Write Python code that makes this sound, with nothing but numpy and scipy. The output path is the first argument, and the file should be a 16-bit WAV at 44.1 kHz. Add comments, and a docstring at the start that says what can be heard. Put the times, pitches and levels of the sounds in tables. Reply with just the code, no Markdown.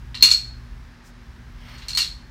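"""Two discs dropped into a game grid

An upright grid on a table in a small, quiet room, on one microphone. Each plastic disc ticks against the
slot, lands on the stack and rattles to rest: the grid clacks, the disc rings near 4.3 kHz. The first
landing thumps the table and overloads the microphone; soft rubbing leads up to the second drop.
Behind it all lies the room tone: hiss, low rumble and mains hum."""
import sys
import numpy as np
from scipy import signal
from scipy.fft import rfft, irfft, next_fast_len
from scipy.io import wavfile
from scipy.ndimage import uniform_filter1d

SR = 44100
rng = np.random.default_rng(int(sys.argv[2]) if len(sys.argv) > 2 else 0)


def pcm_store(signal):
    """Save signal as 16-bit PCM."""
    levels = np.round(np.clip(np.atleast_2d(signal), -1, 1) * 32767)
    wavfile.write(sys.argv[1], SR, levels.astype(np.int16).T)


N = 101430

# disc hitting grid or stack: t/s, relative clack level/dB, relative ring level/dB,
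# lean towards the disc's upper modes/dB, clack cutoff f/Hz
CONTACTS = [ (0.1446, -19.5, -52.5, -1.5, 2693), (0.1504, -31.5, -23.5, -4.5, 9000),
            (0.1730, -31, -29, -4, 5030), (0.1980, -43.5, -31.5, -4.5, 5000),
            (0.2080, -25.5, -20.5, -3.5, 3000), (0.2248, -4, 7, -4, 16970), (0.2290, -7.5, -21.5, 0, 12000),
            (0.236, -16.5, -5.5, 1.5, 9000), (0.249, -12, -7, -3, 9000), (0.2563, -15.5, -4, 1, 8010),
            (0.2755, -16.5, -9, 1, 8000), (0.2880, -20, -15.5, 0, 8000), (0.3045, -14.5, -18, 8.5, 9935),
            (0.3133, -15.5, -4.5, 4, 7010), (0.3164, -11.5, -13.5, 8.5, 12000),
            (0.3360, -28, -9, 0.5, 6000), (0.3460, -26.5, -8.5, 3, 5950), (0.3730, -32.5, -21.5, 1.5, 6000),
            (1.7823, -34, -50.5, -1.5, 6000), (1.8221, -34, -47.5, 1, 4000),
            (1.8836, -24.5, -23.5, 3, 15000), (1.8939, -27, -35, 0, 9000),
            (1.9050, -26.5, -27.5, 0.5, 10000), (1.9321, -30.5, -20.5, -3.5, 8000),
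            (1.9496, -25, -17, 2.5, 15020), (1.9610, -38.5, -18, -1, 9060), (1.9738, -10.5, -16, 4, 14000),
            (1.9804, -13.5, -12.5, -3.5, 12000), (1.9925, -16, -23, -2.5, 9060),
            (2.005, -22.5, -15.5, 3, 8990), (2.018, -18.5, -15, 1.5, 9000), (2.0270, -23, -22, 0, 9000),
            (2.0460, -25.5, -20.5, -2, 7000), (2.075, -37.5, -27, -3.5, 6000),
            (2.1130, -50.5, -30, 1, 6015), ]
# spectrum of the clack: f/Hz, relative level/dB
CLACK_SPECTRUM = [(100, -28.5), (300, -16.5), (650, -23.5), (1050, -12), (1900, -5), (2800, -1), (4200, 5),
                  (5500, 1), (7000, -2), (9000, -6), (11000, -11.5), (13200, -11), (15800, -13)]
# modes of the grid's frame: f/Hz, relative level/dB, t60/s
FRAME_MODES = [ (1018, -10.5, .12), (1423, -10, .12), (2776, -3.5, 0.18), (2793, -4.5, .12),
               (3527, -3.5, 0.13), (3579, -1.5, 0.14), (3906, 1.5, 0.21), (3900, -2.5, .14),
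               (3996, -0.5, .14), (4070, -1.5, .14), (4608, -5, 0.14), (5120, -5, 0.17), (5430, -5, 0.22),
               (5761, -9.5, .16), ]
CLACK_DB, CLACK_T60_S, FRAME_DB = 14.5, .02, -20
CLACK_ROOM_DB, RING_ROOM_DB = 3, -4  # room over direct sound at the microphone


def grid_clacks():
    """Every contact cracks through the grid and rings its hollow frame a little differently."""
    t = np.arange(SR // 10) / SR
    modes = ringing(FRAME_MODES)
    strength = undb(np.array(FRAME_MODES)[:, 1])
    cracks, frame = np.zeros(N), np.zeros(N)
    for start, clack_db, _, _, cutoff_hz in CONTACTS:
        burst = rng.standard_normal(len(t)) * fade(t, CLACK_T60_S)
        burst = signal.lfilter(*signal.butter(2, cutoff_hz, fs=SR), burst / np.linalg.norm(burst))
        add(cracks, start, undb(CLACK_DB + clack_db) * burst)
        signs = rng.choice([-1, 1], len(strength))
        add(frame, start, undb(FRAME_DB + clack_db) * (strength * signs) @ modes)
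    return room(colour(cracks, CLACK_SPECTRUM), CLACK_ROOM_DB) + room(frame, RING_ROOM_DB)


# modes of a disc, plus a brief high microphone ring near 14 kHz:
# f/Hz, relative level/dB, t60/s, share of the contact's lean
RING_MODES = [ (4233, -1, 0.058, -1), (4294, -8, 0.02, 0), (4308, -7, .06, 0), (4333, -8, 0.15, 1.2),
              (4294, -11.5, 0.067, 0.7), (6540, -33, 0.047, .5), (7960, -35.5, 0.129, 1.7),
              (7880, -31, 0.16, 1.7), (12950, -32.5, 0.045, 0), (13950, -30, 0.02023, -1), ]
RING_DB = -1.5


def disc_rings():
    """Each contact rings the disc and, briefly, the microphone; the spot struck decides which modes lead."""
    _, db, _, share = np.array(RING_MODES).T
    modes, out = ringing(RING_MODES), np.zeros(N)
    for start, _, ring_db, lean_db, _ in CONTACTS:
        strength = undb(db + share * lean_db)
        strength /= np.linalg.norm(strength)
        add(out, start, undb(RING_DB + ring_db) * strength @ modes)
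    return room(out, RING_ROOM_DB)


# modes of the table top: f/Hz, relative level/dB, t60/s
TABLE_MODES = [(130, -4.5, .2), (175, -9, 0.34), (275, -6, 0.14), (346, 1.5, .045), (430, 5.5, .035),
               (527, 1, .035)]
KNOCK_S, KNOCK_DB = .2255, -29


def table_knock():
    """The hard first landing thumps the table through the grid's feet."""
    out = np.zeros(N)
    strength = undb(KNOCK_DB + np.array(TABLE_MODES)[:, 1])
    add(out, KNOCK_S, strength @ ringing(TABLE_MODES))
    return out


# spectra of the rubbing and of the sliding rim: f/Hz, relative level/dB
RUB_SPECTRUM = [(200, -17), (1000, 0.5), (1700, 1.5), (2150, 4), (2550, -1.5), (3150, 2), (3700, -4.5),
                (4700, -6.5), (5500, -4), (6500, -16), (7500, -21.5), (9200, -16), (11000, -35),
                (12500, -29), (13500, -16), (15500, -27)]
RIM_SPECTRUM = [(3600, -51), (4200, -18), (4340, 23), (4450, -20), (5000, -34)]
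# rise and fall of each: t/s, level/dB
RUB_LEVEL = [(1.52, -69.5), (1.62, -53), (1.70, -46.5), (1.76, -47.5), (1.83, -48.5), (1.88, -50.5),
             (1.97, -49.5)]
RIM_LEVEL = [(1.66, -76), (1.74, -53), (1.80, -48), (1.87, -56), (1.90, -66)]
GRAIN_DB, GRAIN_PER_S = 1, 180


def disc_rubbing(t):
    """The second disc is brought to the slot with a grainy rub and sings faintly as its rim slides."""
    grain = undb(GRAIN_DB * wander(GRAIN_PER_S))
    rub = noise(RUB_SPECTRUM) * envelope(t, RUB_LEVEL)
    rim = noise(RIM_SPECTRUM) * envelope(t, RIM_LEVEL)
    return grain * (rub + rim)


# spectrum of the swish: f/Hz, relative level/dB
SWISH_SPECTRUM = [(2000, -28), (5500, 3.5), (8000, -2), (11000, -8), (15500, -8)]
SWISH_S, SWISH_WIDTH_S, SWISH_DB = 1.072, .02, -56.5


def handling_swish(t):
    """A faint, brief swish of handling between the drops, dry at the microphone."""
    swell = np.exp(-.5 * ((t - SWISH_S) / SWISH_WIDTH_S) ** 2)
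    return noise(SWISH_SPECTRUM) * undb(SWISH_DB) * swell


# spectra of the room's rumble and hiss: f/Hz, relative level/dB
RUMBLE_SPECTRUM = [(20, -32), (32, -24), (42, 4), (50, 1.5), (62, -6), (78, -8.5), (105, -15), (140, -16.5),
                   (200, -26.5), (400, -58.5)]
HISS_SPECTRUM = [(88, -21.5), (150, -1), (213, -16), (244, -3), (268, -12.5), (320, -15.5), (366, -14),
                 (500, -22), (540, -18.5), (656, -21.5), (894, -16.5), (1450, -17.5), (1600, -14.5),
                 (2860, -24.5), (5230, -27.5), (7560, -38), (15500, -51)]
# drift of the rumble: t/s, level/dB
RUMBLE_LEVEL = [(0, -38), (.3, -41.5), (.85, -41), (1.03, -52), (1.2, -44.5), (1.3, -42), (1.6, -40.5),
                (2.3, -44)]
HISS_DB = -51


def room_tone(t):
    """The room behind the game: an uneven low rumble under steady hiss."""
    rumble = noise(RUMBLE_SPECTRUM) * envelope(t, RUMBLE_LEVEL)
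    return rumble + noise(HISS_SPECTRUM) * undb(HISS_DB)


# lines of the hum: f/Hz, base level/dB, share of the swell
HUM_LINES = [(62.1, -46.5, 1.4), (118.8, -49, 1.16), (193, -63.5, 0.38), (238, -57.5, 0.035),
             (363, -70.5, 0)]
# slow swell of the hum: t/s, relative level/dB
HUM_SWELL = [(0, 1.5), (.8, 0.5), (1.0, -8), (1.2, -4), (1.42, 1), (1.65, -3.5), (1.9, -2), (2.3, -7)]
WAVER_DB, WAVER_PER_S = 1.3, 3.7


def mains_hum(t):
    """Mains hum in the room: every line wavers, and the lowest swell and sink together."""
    swell_db = np.interp(t, *np.array(HUM_SWELL).T)
    hum = np.zeros(N)
    for hz, db, share in HUM_LINES:
        rms = undb(db + share * swell_db + WAVER_DB * wander(WAVER_PER_S))
        hum += np.sqrt(2) * rms * np.sin(2 * np.pi * (hz * t + rng.random()))
    return hum


ROOM_DELAY_S, EARLY_T60_S, EARLY_DB = .0026, .12, 11
ROOM_T60_S, TREBLE_T60_S, TREBLE_HZ = .44, .34, 6200


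def room(x, wet_db):
    """Direct sound, dense reflections off the table and near walls, a tail whose treble dies first."""
    t = np.arange(int(SR * .7)) / SR
    echoes = rng.standard_normal(len(t)) * (t > ROOM_DELAY_S)
    low = signal.sosfiltfilt(signal.butter(2, TREBLE_HZ, fs=SR, output="sos"), echoes)
    tail = low * fade(t, ROOM_T60_S) + (echoes - low) * fade(t, TREBLE_T60_S)
    early = undb(EARLY_DB) * echoes * fade(t, EARLY_T60_S)
    reflected = unit(signal.fftconvolve(x, early + tail)[:N])
    return x + undb(wet_db) * np.std(x) * reflected


def ringing(modes, attack_s=.0011):
    """One row of decaying sine for each mode, at unit strength."""
    t = np.arange(SR // 4) / SR
    hz, _, t60 = np.array(modes).T[:3, :, None]
    return np.sin(2 * np.pi * hz * t) * fade(t, t60) * (1 - np.exp(-t / attack_s))


def colour(x, spectrum):
    """Causal filter of unit power gain through (f/Hz, level/dB) points."""
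    size = 2 * next_fast_len(len(x))
    hz, db = np.array(spectrum).T
    log_hz = np.log(np.fft.rfftfreq(size, 1 / SR) + 1)
    gain = undb(np.interp(log_hz, np.log(hz), db))
    # minimum phase: nothing sounds ahead of a hit
    cepstrum = irfft(np.log(unit(gain)))
    cepstrum[1:size // 2] *= 2
    cepstrum[size // 2 + 1:] = 0
    return irfft(rfft(x, size) * np.exp(rfft(cepstrum)))[:len(x)]


def noise(spectrum):
    """Coloured noise of rms 1."""
    return unit(colour(rng.standard_normal(N), spectrum))


def wander(per_s):
    """Random drift with a spread near 1."""
    hold = int(SR / per_s)
    steps = np.repeat(rng.standard_normal(N // hold + 1), hold)
    return unit(uniform_filter1d(steps, hold))[:N]


def envelope(t, points):
    """Gain through (t/s, level/dB) points, silent outside them."""
    return undb(np.interp(t, *np.array(points).T, left=-np.inf, right=-np.inf))


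def add(track, start_s, sound):
    """Mix a sound into a track at a time."""
    i = int(start_s * SR)
    track[i:i + len(sound)] += sound[:N - i]


def undb(db):
    """Decibels to gain."""
    return 10 ** (np.asarray(db) / 20)


def fade(t, t60):
    """Exponential decay, 60 dB down after t60."""
    return np.exp(-np.log(1000) * t / t60)


def unit(x):
    """Scale to rms 1."""
    return x / np.sqrt(np.mean(x ** 2))


def scene():
    """Both drops, the handling and the room as they reach the microphone, in mono."""
    t = np.arange(N) / SR
    drops = grid_clacks() + disc_rings() + table_knock()
    handling = handling_swish(t) + disc_rubbing(t)
    return (drops + handling + room_tone(t) + mains_hum(t))[None]


CLIP_LEVEL, TOP_HZ = .97, 15800


def record(dry):
    """The microphone clips the loudest peaks, then the top treble is cut."""
    clipped = np.clip(dry, -CLIP_LEVEL, CLIP_LEVEL)
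    return signal.sosfilt(signal.ellip(10, .2, 70, TOP_HZ, fs=SR, output="sos"), clipped)


dry = scene()
out = record(dry)
pcm_store(out)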